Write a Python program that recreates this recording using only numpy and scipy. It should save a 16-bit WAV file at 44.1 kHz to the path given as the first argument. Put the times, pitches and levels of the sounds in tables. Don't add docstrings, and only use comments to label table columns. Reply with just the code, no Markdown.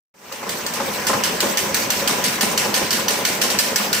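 import sys
import numpy as np
from scipy import signal
from scipy.fft import rfft, irfft
from scipy.io import wavfile
from scipy.ndimage import uniform_filter1d

SR = 44100
rng = np.random.default_rng(int(sys.argv[2]) if len(sys.argv) > 2 else 0)


def inscribe(sig):
    pcm = np.round(np.clip(np.atleast_2d(sig).T, -1, 1) * 32767)
    wavfile.write(sys.argv[1], SR, pcm.astype(np.int16))


N = 176400

# start in seconds, strike in dB, ring pitch in Hz, ring in dB, rattle in dB.
CLACKS = [(.323, -16, 5900, -35, -22.5), (.492, -16, 8000, -15, -17.5), (.664, -12.5, 4900, -27, -28.5),
          (.737, -20.5, 5900, -31, -23), (1.0682, -13, 5970, -20, -17), (1.2366, -10.5, 6230, -13, -16.5),
          (1.4044, -8, 4990, -10, -17.5), (1.5722, -10, 5940, -9.5, -17.5), (1.744, -7.5, 5950, -8.5, -18),
          (1.9032, -7, 6040, -16, -18), (2.0753, -8.5, 4730, -8.5, -14), (2.2399, -13, 6260, -12, -15),
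          (2.281, -17, 4430, -21, -30.5), (2.4092, -8.5, 5980, -14, -14), (2.5761, -7.5, 5870, -11, -14.5),
          (2.648, -18.5, 2600, -20, -30), (2.741, -10.5, 4430, -12, -13), (2.9067, -12, 4440, -18, -16.5),
          (2.929, -12.5, 5900, -25, -18.5), (3.0823, -6.5, 5860, -7, -13.5), (3.2508, -8, 5900, -10, -15),
          (3.4148, -12, 5550, -18, -13), (3.5014, -16, 6200, -20, -18.5), (3.5881, -2.5, 4600, -17, -12.5),
          (3.759, -5, 4440, -19, -15), (3.9293, -6.5, 5720, -9, -14.5)]


def amp(db):
    return 10 ** (np.asarray(db) / 20)


def unit_rms(x):
    return x / np.sqrt(np.mean(x ** 2) + 1e-20)


def at_hz(points, hz):
    f, value = np.transpose(points)
    return np.interp(np.log(hz + 1), np.log(f + 1), value)


def over_time(points):
    return np.interp(np.arange(N) / SR, *np.transpose(points))


def add(mix, start_s, sound):
    part = mix[:, max(round(start_s * SR), 0):][:, :sound.shape[-1]]
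    part += sound[..., :part.shape[1]]


def pulse(t, rise_s, decay_s):
    return (1 - np.exp(-t / rise_s)) * np.exp(-t / decay_s)


def drift(rate_hz):
    hz = np.fft.rfftfreq(N, 1 / SR)
    return unit_rms(irfft(rfft(rng.standard_normal(N)) * np.exp(-(hz / rate_hz) ** 2), N))


def mottled(x, depth_db):
    z = signal.stft(x, nperseg=256)[2]
    patches = uniform_filter1d(rng.standard_normal(z.shape[1:]), size=5, axis=0)
    patches = unit_rms(uniform_filter1d(patches, size=9, axis=1))
    return signal.istft(z * unit_rms(amp(depth_db * patches)), nperseg=256)[1][:, :x.shape[1]]


def radiate(pair, spectrum):
    # frequency in Hz, left-right correlation.
    likeness = [(250, 0.96), (500, 0.76), (1000, 0.34), (2500, 0.42), (6000, 0.2), (16000, 0)]
    hz = np.fft.rfftfreq(2 * N, 1 / SR)
    a, b = rfft(pair, 2 * N)
    same = np.clip(at_hz(likeness, hz), -1, 1)
    mid, side = a * np.sqrt((1 + same) / 2), b * np.sqrt((1 - same) / 2)
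    return irfft(np.array([mid + side, mid - side]) * unit_rms(amp(at_hz(spectrum, hz))))[:, :N]


def churn():
    # frequency in Hz, relative density in dB.
    spectrum = [(25, -21), (55, -17), (95, -8), (120, -5), (165, 0), (230, 2), (290, -1.5), (430, 2),
                (570, 1), (670, -3), (850, 0), (1250, -4.5), (2200, -6), (4000, -12.5), (8000, -13),
                (16000, -25)]
    # time in seconds, level in dB.
    level = [(0, -25), (2.4, -24), (4, -24.5)]
    noise = mottled(rng.standard_normal((2, N)), depth_db=2)
    flicker_db = 0.5 * drift(rate_hz=150)
    return amp(over_time(level)) * radiate(unit_rms(noise * amp(flicker_db)), spectrum)


def gears():
    # pitch in Hz, level in dB, rms wander in Hz.
    tones = [(97.1, -50.5, 5.2), (202.3, -40, 4.1), (232.8, -42.5, 5.58), (539, -43, 5.03),
             (701, -50.5, 4.04), (997, -38, 2.8), (1023, -44, 6.64), (1654, -46.5, 7.04)]
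    # time in seconds, gain in dB.
    gain = [(.5, -4.5), (1.2, 0), (2.6, 1), (3.9, -2)]
    out = np.zeros((2, N))
    for hz, db, wander_hz in tones:
        turns = np.cumsum(hz + wander_hz * drift(rate_hz=14.0)) / SR
        apart = np.array([[1], [-1]]) * drift(rate_hz=2.7) * hz / 14000
        out += amp(db + 1.7 * drift(rate_hz=5.9)) * unit_rms(np.sin(2 * np.pi * (turns + apart)))
    return out * amp(over_time(gain))


def chatter(t, touches_per_s=450, touch_s=0.0028):
    touches = (rng.random(len(t)) < touches_per_s / SR) * rng.uniform(0.49, 1, len(t))
    power = signal.lfilter([1], [1, -np.exp(-2 / (touch_s * SR))], touches)
    return unit_rms(np.sqrt(power + 0.38) * rng.standard_normal((2, len(t))))


def mesh(dip_db=-12.5, dip_s=0.028, hard_db=-12.5):
    # frequency in Hz, relative density in dB.
    spectrum = [(200, -21), (1200, -10), (1850, 3), (2600, -5), (3500, -19), (6000, 6), (8500, -2),
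                (10500, -6), (16000, -4.5)]
    # time in seconds, level in dB.
    level = [(.5, -35), (1.0, -34.5), (1.8, -28), (2.8, -32.5), (4, -31)]
    t = np.arange(N) / SR
    settling = sum((t < start_s) * np.exp(-((t - start_s) / dip_s) ** 2)
                   for start_s, strike_db, *_ in CLACKS if strike_db > hard_db)
    return amp(over_time(level) + dip_db * settling) * radiate(chatter(t), spectrum)


def ringing(modes, t, detune=0.012):
    out = np.zeros((2, len(t)))
    for hz, db, t60_s in modes:
        envelope = amp(db + 2 * rng.standard_normal() - 60 * t / t60_s)
        turns = hz * (1 + detune * rng.standard_normal()) * t + rng.random()
        apart = rng.random((2, 1)) * min(hz / 4000, 1)
        out += envelope * np.sin(2 * np.pi * (turns + apart))
    return out


def clunks(rise_s=0.0028):
    # start in seconds, clank gain in dB, thump gain in dB.
    blows = [(.315, -18, -32), (.428, -17, -26), (.466, -19, -22), (.765, -19, -28), (0.8, -15, -22),
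             (1.095, -14, -17), (1.132, -11.5, -25), (1.428, -16, -17), (1.46, -20.5, -25),
             (1.772, -21, -20), (2.025, -25, -25), (2.094, -16, -21), (2.428, -18, -19),
             (2.648, -27, -19.5), (2.765, -24, -30), (2.986, -23, -25.5), (3.098, -18.5, -21),
             (3.438, -19, -23), (3.798, -17.5, -24.5)]
    # frequency in Hz, relative density in dB.
    clank_spectrum = [(100, -40), (400, -17), (800, 0), (1200, 1), (1800, -3.5), (3000, -13), (6000, -11),
                      (16000, -28)]
    thump_spectrum = [(30, -19), (100, -34), (200, 4), (300, -3), (550, 1.5), (900, -18), (2000, -40),
                      (16000, -86)]
    # frequency in Hz, relative level in dB, T60 in seconds.
    panel_modes = [(545.4, -8.5, 0.17), (856, -10, 0.11), (1048.5, -5.5, 0.13), (1210, -8, 0.077),
                   (1354, -7.5, 0.041), (1740, -18, 0.052)]
    t = np.arange(SR // 4) / SR
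    clanks, panels, thumps = np.zeros((3, 2, N))
    for start_s, clank_db, thump_db in blows:
        clank_noise, thump_noise = rng.standard_normal((2, 2, len(t)))
        add(clanks, start_s, amp(clank_db) * pulse(t, rise_s, decay_s=0.015) * clank_noise)
        add(panels, start_s, amp(clank_db) * ringing(panel_modes, t))
        add(thumps, start_s, amp(thump_db) * pulse(t, rise_s, decay_s=0.027) * thump_noise)
    return amp(-2.5) * radiate(clanks, clank_spectrum) + panels + radiate(thumps, thump_spectrum)


def hall(x, build_s=0.0096):
    # frequency in Hz, T60 in seconds.
    t60 = [(100, 0.26), (500, 1), (2000, 0.68), (6000, 0.46), (16000, 0.33)]
    hz, t, z = signal.stft(rng.standard_normal((2, SR)), SR, nperseg=256)
    envelope = amp(-60 * t / at_hz(t60, hz)[:, None]) * (1 - np.exp(-t / build_s))
    tail = signal.istft(z * envelope, SR, nperseg=256)[1]
    return signal.fftconvolve(x, tail / np.linalg.norm(tail[0]), axes=1)[:, :N]


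def clacks(rattle_s=0.044, wet_db=-5):
    # frequency in Hz, relative density in dB.
    strike_spectrum = [(100, -33), (600, -11), (1500, 2.5), (3000, 1.5), (4500, 1.5), (7000, 2),
                       (11000, -2.5), (16000, -2)]
    rattle_spectrum = [(100, -31), (600, 6), (1200, -3), (1900, 4), (3000, 6), (4500, 4), (7000, 5.5),
                       (11000, 3), (16000, -20)]
    # frequency in Hz, relative level in dB, T60 in seconds.
    steel_modes = [(1465, -19, 0.3), (1777, -14.5, 0.15), (2824, -19, 0.13), (4480, -8.5, 0.068),
                   (5000, -12, 0.053), (6060, -10.5, 0.072), (7370, -12, 0.084)]
    t = np.arange(SR // 4) / SR
    strikes, rings, rattles = np.zeros((3, 2, N))
    for start_s, strike_db, ring_hz, ring_db, rattle_db in CLACKS:
        noise = mottled(rng.standard_normal((2, len(t))), depth_db=2)
        add(strikes, start_s, amp(strike_db) * pulse(t, rise_s=0.00065, decay_s=0.0073) * noise)
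        ring = 2 * np.sin(2 * np.pi * (ring_hz * t + rng.random() + 0.32 * rng.random((2, 1))))
        add(rings, start_s, amp(ring_db) * pulse(t, rise_s=0.00096, decay_s=0.0022) * ring)
        add(rings, start_s, amp(strike_db) * (ringing(steel_modes, t) + tings(t)))
        rattle_envelope = (1 - np.exp(-t / 0.0028)) * np.exp(-(t / rattle_s) ** 2)
        add(rattles, start_s, amp(rattle_db) * rattle_envelope * mottled(chatter(t), depth_db=2))
    clash = radiate(strikes, strike_spectrum) + radiate(rattles, rattle_spectrum)
    return clash + rings + hall(amp(wet_db) * clash)


def tings(t, count=5, low_hz=2793, high_hz=8570, gain_db=-8.5, decay_s=0.0073):
    hz = low_hz * (high_hz / low_hz) ** rng.random((count, 1, 1))
    partials = np.sin(2 * np.pi * (hz * t + rng.random((count, 2, 1)))).sum(0)
    return amp(gain_db) * partials * np.exp(-t / decay_s)


def slides(level_db=-26, width_s=0.036):
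    peaks_s = [.585, .87, .95, 1.511, 1.82, 2.0, 2.34, 2.51, 2.86, 3.0, 3.19, 3.35, 3.68, 3.85]
    # frequency in Hz, relative density in dB.
    spectrum = [(100, -38), (1200, -5), (2500, 2), (5500, 1.5), (8500, 1.5), (12000, -3.5), (16000, -9)]
    t = np.arange(N) / SR
    swells = sum(np.exp(-((t - peak_s) / width_s) ** 2) for peak_s in peaks_s)
    return amp(level_db) * swells * radiate(mottled(chatter(t), depth_db=4.5), spectrum)


def knocks():
    # start in seconds, pitch in Hz, gain in dB.
    blows = [(1.432, 582, -15), (1.694, 542, -16), (2.022, 557, -15), (2.646, 850, -20), (3.183, 570, -21)]
    t = np.arange(SR // 4) / SR
    out = np.zeros((2, N))
    for start_s, hz, db in blows:
        tone = np.sin(2 * np.pi * (hz * t + rng.random()))
        add(out, start_s, amp(db) * pulse(t, rise_s=0.0027, decay_s=0.014) * tone)
    return out


def scene(frame_wet_db=-7):
    frame = clunks() + knocks()
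    return clacks() + frame + hall(amp(frame_wet_db) * frame) + slides() + churn() + mesh() + gears()


def record(dry):
    # frequency in Hz, gain in dB.
    left_port = [(100, 0), (2900, 2.5), (3500, -1), (4600, 1.5), (6700, -4), (7300, 2.5), (8500, 1),
                 (10000, -3.5), (15500, 3)]
    right_port = [(100, 0.5), (3300, 1), (6200, 4.5), (7000, -3), (10000, -3.5), (13600, 7), (15500, 9)]
    # time in seconds, gain in dB.
    fade_in = [(.137, -82), (.142, -30), (.25, -16.5), (.34, -11.5), (.46, -8), (.7, -4.5), (1.0, -2)]
    threshold_db, duck_share, recover_db_per_s = -13.5, 0.4, 165
    ceiling_db, cutoff_hz = -1, 15600
    hz = np.fft.rfftfreq(2 * N, 1 / SR)
    x = irfft(rfft(dry, 2 * N) * amp([at_hz(left_port, hz), at_hz(right_port, hz)]))[:, :N]
    power_db = 10 * np.log10(abs(uniform_filter1d((x ** 2).mean(0), size=130)) + 1e-12)
    fall_db = np.arange(N) / SR * recover_db_per_s
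    held_db = np.maximum.accumulate(power_db + fall_db) - fall_db
    duck_db = duck_share * uniform_filter1d(np.maximum(held_db - threshold_db, 0), size=90)
    x = x * amp(over_time(fade_in) - duck_db)
    x = amp(ceiling_db) * np.tanh(x / amp(ceiling_db))
    lowpass = signal.firwin(511, cutoff_hz, window=("kaiser", 9), fs=SR)
    return signal.oaconvolve(x, lowpass[None], "same")


dry = scene()
out = record(dry)
inscribe(out)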